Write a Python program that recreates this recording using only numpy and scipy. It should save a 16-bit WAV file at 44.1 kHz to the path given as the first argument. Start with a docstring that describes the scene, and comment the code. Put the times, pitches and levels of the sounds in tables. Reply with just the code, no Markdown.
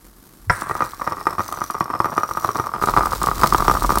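"""A reaction burns in a tall glass cylinder on a lab bench: it catches with a bang, then sputters.
Each pop is a pressure pulse that briefly excites the normal modes of the gas column. Beneath the pops
runs a crackling hiss, which drives the tube's cross modes into a thin whistle; a gas burner hisses
faintly alongside. As the microphone moves up to the mouth, the reaction grows louder, the room
recedes and a draught rumbles on the microphone."""
import sys
import numpy as np
from scipy import signal
from scipy.fft import rfft, irfft
from scipy.io import wavfile

SR = 44100
rng = np.random.default_rng(int(sys.argv[2]) if len(sys.argv) > 2 else 0)


def to_wav(s):
    """Save 16-bit WAV."""
    ch = np.atleast_2d(s).T  # columns
    pcm = np.round(np.clip(ch, -1, 1) * 32767)  # PCM
    wavfile.write(sys.argv[1], SR, pcm.astype(np.int16))


N = 176400
TIME = np.arange(N) / SR

# The loud pops in the cylinder. 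Each row: start in seconds, level in dB.
LOUD_POPS = [(0.6198, -11), (0.696, -11), (0.7106, -8), (0.752, -12.5), (0.8061, -5), (0.8211, -4.5),
             (1.0169, -10), (1.0751, -5.5), (1.1215, -10), (1.1693, -20.5), (1.2686, -1.5), (1.3822, -11.5),
             (1.3935, -7), (1.4049, -8), (1.6167, -8.5), (1.7005, -10), (1.7499, -12.5), (1.8071, -2.5),
             (1.9011, -11.5), (1.9376, -9.5), (1.9505, -11), (2.002, -.5), (2.0445, -7), (2.0567, -8),
             (2.1787, -2), (2.2331, -6), (2.3111, -10.5), (2.3725, -8), (2.4463, -2.5), (2.4898, -6),
             (2.5559, -10), (2.5881, -10.5), (2.5978, -5.5), (2.669, -10.5), (2.7376, -12), (2.8151, -12),
             (2.8231, -7), (2.8374, -3.5), (2.8732, -7.5), (2.8862, -4), (2.8963, -11), (2.9378, -6),
             (2.965, -2), (2.9734, 2.5), (2.9827, -4), (2.9928, -12), (3.0077, -5), (3.0225, -12),
             (3.0341, -8.5), (3.0568, -5), (3.0695, -9), (3.1198, -10.5), (3.1323, -6.5), (3.2162, -10),
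             (3.2219, -8.5), (3.2389, -7), (3.2706, -3.5), (3.2863, -4.5), (3.3139, -7), (3.4205, -8.5),
             (3.4338, 3), (3.4407, 2.5), (3.462, -10.5), (3.5242, -1.5), (3.5464, 2), (3.5986, -11.5),
             (3.6039, -5.5), (3.6228, -6), (3.6807, 2), (3.6971, -1), (3.7129, -3.5), (3.7385, -9),
             (3.7516, -6), (3.7707, -7.5), (3.822, -8), (3.8385, -14.5), (3.8466, -8), (3.8928, -4.5),
             (3.9048, -2.5), (3.9195, -11), (3.9557, -6), (3.9731, -2)]
IGNITION_S = 0.497
PUFF_DECAY_S, EDGE_DECAY_S = 0.0051, 0.0034
SOFTENING_HZ = 2220  # low-pass corner of the ringing and of the rush of flame


def sputter():
    """Impulse excitation: loud pops, and a Poisson process of small ones, ring the gas column."""
    # Each row: mode frequency in Hz, relative level in dB, time to decay by 60 dB in seconds.
    column_modes = [(130.6, -23, 0.063), (384, -17.5, 0.03), (1021, -0.5, 0.0099), (1171.7, -2.5, 0.028),
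                    (1867, -15.5, 0.031), (2420, -25, 0.057)]
    # The small pops. Each row: time in seconds, typical level in dB.
    simmer_curve = [(0.519, -25), (1.4, -20), (2.9, -21), (3.15, -26), (3.45, -19)]
    pops_per_s, spread_db = 77, 4
    seconds, db = np.transpose(simmer_curve)
    starts = TIME[(rng.random(N) < pops_per_s / SR) & (TIME > seconds[0])]
    scatter_db = spread_db * np.minimum(rng.standard_normal(len(starts)), 1)
    small_pops = np.column_stack([starts, np.interp(starts, seconds, db) + scatter_db])
    return pops(LOUD_POPS, column_modes) + pops(small_pops, column_modes)


def pops(events, modes):
    """Transient radiation: each pop rings the column and expels a dull puff, with a faint bright edge."""
    puff = from_db(-0.5) * filtered(bursts(events, PUFF_DECAY_S), (86, 763), "band")
    edge = from_db(-25.5) * filtered(bursts(events, EDGE_DECAY_S), (2000, 6000), "band")
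    return column_ring(events, modes) + puff + edge


def column_ring(events, modes, size=4096):
    """Modal superposition: damped sinusoids, whose tuning and balance uneven heat alters at each pop."""
    attack_s, max_detuning, spread_db, fade_db_per_s = 0.00047, 0.05, 3, 3.5
    hz, db, t60 = np.transpose(modes)[:, :, None]
    t, out = np.arange(size) / SR, np.zeros(N + size)
    envelopes = from_db(db - 60 * t / t60) * (1 - np.exp(-t / attack_s))
    softening = signal.butter(4, SOFTENING_HZ, fs=SR)
    chances = rng.uniform(-1, 1, (len(events), 2, len(hz), 1))
    for (start_s, level_db), (balance, tuning) in zip(events, chances):
        # The upper modes weaken as the fire sinks.
        fade_db = fade_db_per_s * (start_s - IGNITION_S) * (hz > 1500)
        gains = from_db(spread_db * balance - fade_db)
        tones = np.sin(2 * np.pi * hz * (1 + max_detuning * tuning) * t)
        wave = signal.lfilter(*softening, np.sum(envelopes * gains * tones, axis=0))
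        start = min(int(start_s * SR), N)
        out[start:start + size] += from_db(level_db) * wave / np.abs(wave).max()
    return filtered(out[:N], 58, "high")


def ignition():
    """Sudden combustion: the gas heaves, three blasts ring the hot column and a fizzing rush dies away."""
    # Each row: start of a blast in seconds, level in dB.
    blasts = [(.4976, -0.5), (.4995, -6), (.5048, -5)]
    # The flame-filled column. Each row: frequency in Hz, relative level in dB, 60 dB decay in seconds.
    hot_modes = [(88, 1.5, 0.036), (993, 2.5, 0.028), (1336, 4, 0.033), (1610, 9.5, 0.011),
                 (1930, -1, 0.027), (2260, -10.5, 0.059)]
    flare_decay_s, heave_hz, heave_lead_s, heave_width_s = 0.22, 100, 0.014, 0.01
    age = TIME - IGNITION_S
    midrange = filtered(rng.standard_normal(N), (1100, 1800), "band")
    rush = from_db(-31.5) * unit_rms(filtered(midrange, SOFTENING_HZ, "low"))
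    treble = filtered(rng.standard_normal(N), (7800, 10000), "band")
    fizz = from_db(-41.5) * unit_rms(treble) * crackling()
    flare = (rush + fizz) * (age > 0) * np.exp(-np.abs(age) / flare_decay_s)
    heave = np.sin(2 * np.pi * heave_hz * age) * np.exp(-((age + heave_lead_s) / heave_width_s) ** 2)
    crack = from_db(-8) * filtered(bursts(blasts, EDGE_DECAY_S), (5000, 5480), "band")
    return pops(blasts, hot_modes) + crack + flare + from_db(-24) * heave


def hiss():
    """Amplitude modulation: crackles roughen the gas noise and its whistle, which loud pops also ring."""
    # Each row: time in seconds, level of the hiss in dB.
    level_curve = [(.52, -41), (.78, -41.5), (.95, -44.5), (1.36, -50), (1.39, -38.5), (1.98, -55),
                   (2.1, -45.5), (2.62, -39.5), (2.79, -48), (2.84, -34.5), (3.33, -37), (3.43, -27),
                   (3.7, -33)]
    # Each row: frequency in Hz, relative spectral density in dB.
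    spectrum = [(2000, 1.5), (2900, -12.5), (3900, 2), (7300, -2), (8600, 0), (10500, -6.5), (13000, -4),
                (16000, -1)]
    level_db, = in_time(level_curve)
    grain = crackling()
    pop_drive = from_db(18) * decays(LOUD_POPS, PUFF_DECAY_S)
    gas = from_db(level_db) * coloured_noise(spectrum) * grain
    return (gas + whistle() * np.hypot(grain, pop_drive)) * (TIME > IGNITION_S)


def spits():
    """Short transients have broad spectra: a few sharp spits of treble noise."""
    # Each row: start in seconds, relative level in dB.
    events = [(1.5255, -5), (1.708, -5), (1.802, -11), (2.859, -3.5), (3.231, 3), (3.261, 0.5), (3.985, 5)]
    return from_db(-16) * filtered(bursts(events, decay_s=0.0018), (3360, 13500), "band")


def whistle():
    """Transverse resonance: the hiss rings across the tube, higher in pitch when the gas is hotter."""
    # Each row: time in seconds, base frequency in Hz, level in dB.
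    whistle_curve = [(.85, 5814, -55.5), (1.33, 5270, -52.5), (1.47, 6180, -48.5), (2.0, 5270, -53),
                     (2.06, 5746, -49), (2.62, 5760, -47), (2.78, 5060, -53), (3.45, 5180, -54.5),
                     (3.66, 5610, -48)]
    # Each row: ratio to the base frequency, relative level in dB.
    cross_modes = [(0.999, 1), (1.608, -7), (2.17, -4)]
    hz, db = in_time(whistle_curve)
    phase, out = 2 * np.pi * np.cumsum(hz) / SR, 0
    for ratio, mode_db in cross_modes:
        half_width_hz = 118 * ratio ** 2  # the upper modes are broader
        band = drift(half_width_hz) * np.cos(ratio * phase) + drift(half_width_hz) * np.sin(ratio * phase)
        out = out + from_db(mode_db) * unit_rms(band)
    return from_db(db) * out


def crackling():
    """Shot noise: tiny random crackles add up to an envelope whose level also flickers slowly."""
    crackles_per_s, spread_db, power_share, flicker_db = 300, 4, 0.88, 1.52
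    sizes = from_db(spread_db * np.minimum(rng.exponential(1, N), 3.6))
    impulses = sizes * (rng.random(N) < crackles_per_s / SR)
    crackles = unit_rms(fading(impulses, decay_s=0.0011))
    return np.sqrt(1 - power_share + power_share * crackles ** 2) * from_db(flicker_db * drift(hz=5.9))


def burner():
    """Combustion noise: a steady gas flame flutters and crackles faintly."""
    # Each row: frequency in Hz, relative spectral density in dB.
    spectrum = [(40, -13), (330, -1.5), (550, -17.5), (1150, -11.5), (2700, -26), (4400, -21),
                (6800, -22.5), (13500, -17.5), (16000, -27)]
    flutter_db = 1.5 * drift(hz=114)
    return from_db(-48.5 + flutter_db) * coloured_noise(spectrum) * np.sqrt(crackling())


def draught():
    """Wind noise: moving air rumbles on the microphone as it nears the mouth."""
    # Each row: time in seconds, level in dB.
    level_curve = [(.55, -51), (2.65, -52.5), (2.85, -34), (3.55, -25)]
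    # Each row: frequency in Hz, relative spectral density in dB.
    spectrum = [(20, -26), (43, -1), (72, -16.5), (2000, -45.5)]
    level_db, = in_time(level_curve)
    return from_db(level_db) * coloured_noise(spectrum)


def lab_room(direct):
    """Reflection and reverberation: a bench echo and a short tail recede as the microphone closes in."""
    # Each row: time in seconds, level of the tail relative to the direct sound in dB.
    room_curve = [(2.6, -11.5), (3.0, -15)]
    echo_s, t60_s = 0.0058, 0.27
    t = TIME[:SR // 2]
    response = rng.standard_normal(len(t)) * from_db(-60 * t / t60_s) * (t > echo_s)
    tail = signal.fftconvolve(direct, response / np.linalg.norm(response))[:N]
    echo = from_db(-7) * np.interp(TIME - echo_s, TIME, direct)
    room_db, = in_time(room_curve)
    return direct + from_db(room_db) * (echo + tail)


def bursts(events, decay_s):
    """White noise under a decaying envelope for each event."""
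    return decays(events, decay_s) * rng.standard_normal(N)


def decays(events, decay_s):
    """An exponential decay for each event, given as start in seconds and level in dB."""
    starts, db = np.transpose(events)
    impulses = np.zeros(N)
    impulses[np.minimum((starts * SR).astype(int), N - 1)] = from_db(db)
    return fading(impulses, decay_s)


def fading(impulses, decay_s):
    """First-order relaxation: each impulse decays with the given time constant."""
    return signal.lfilter([1], [1, -np.exp(-1 / (decay_s * SR))], impulses + 1e-18)


def coloured_noise(spectrum):
    """Spectral shaping of white noise, at unit power."""
    hz, db = np.transpose(spectrum)
    bin_hz = np.arange(N // 2 + 1) * SR / N + 1e-3
    gain = from_db(np.interp(np.log(bin_hz), np.log(hz), db))
    return unit_rms(irfft(rfft(rng.standard_normal(N)) * gain, N))


def drift(hz):
    """Random fluctuation: low-pass noise of unit power."""
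    return unit_rms(filtered(rng.standard_normal(N + SR), hz, "low")[SR:])


def filtered(x, hz, kind):
    """A maximally flat second-order filter, with corners no lower than 10 Hz."""
    sections = signal.butter(2, np.clip(hz, 10, .45 * SR), kind, fs=SR, output="sos")
    return signal.sosfilt(sections, x + 1e-18)


def in_time(curve):
    """Linear interpolation of each column against the first, sample by sample."""
    seconds, *columns = np.transpose(curve)
    return [np.interp(TIME, seconds, column) for column in columns]


def unit_rms(x):
    """Normalisation to unit power."""
    return x / np.sqrt(np.mean(x ** 2) + 1e-20)


def from_db(db):
    """Decibels to amplitude ratio."""
    return 10 ** (np.asarray(db) / 20)


def scene():
    """Superposition: the reaction in the room, the burner and the draught add in one channel."""
    reaction = sputter() + ignition() + hiss() + spits()
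    return (lab_room(reaction) + burner() + draught())[None]


def record(dry):
    """Soft saturation rounds the highest peaks; a steep low-pass limits the bandwidth."""
    ceiling, cutoff_hz = 1.3, 15850
    rounded = dry / (1 + (dry / ceiling) ** 4) ** .25
    return signal.sosfilt(signal.ellip(12, .1, 90, cutoff_hz, fs=SR, output="sos"), rounded)


dry = scene()
out = record(dry)
to_wav(out)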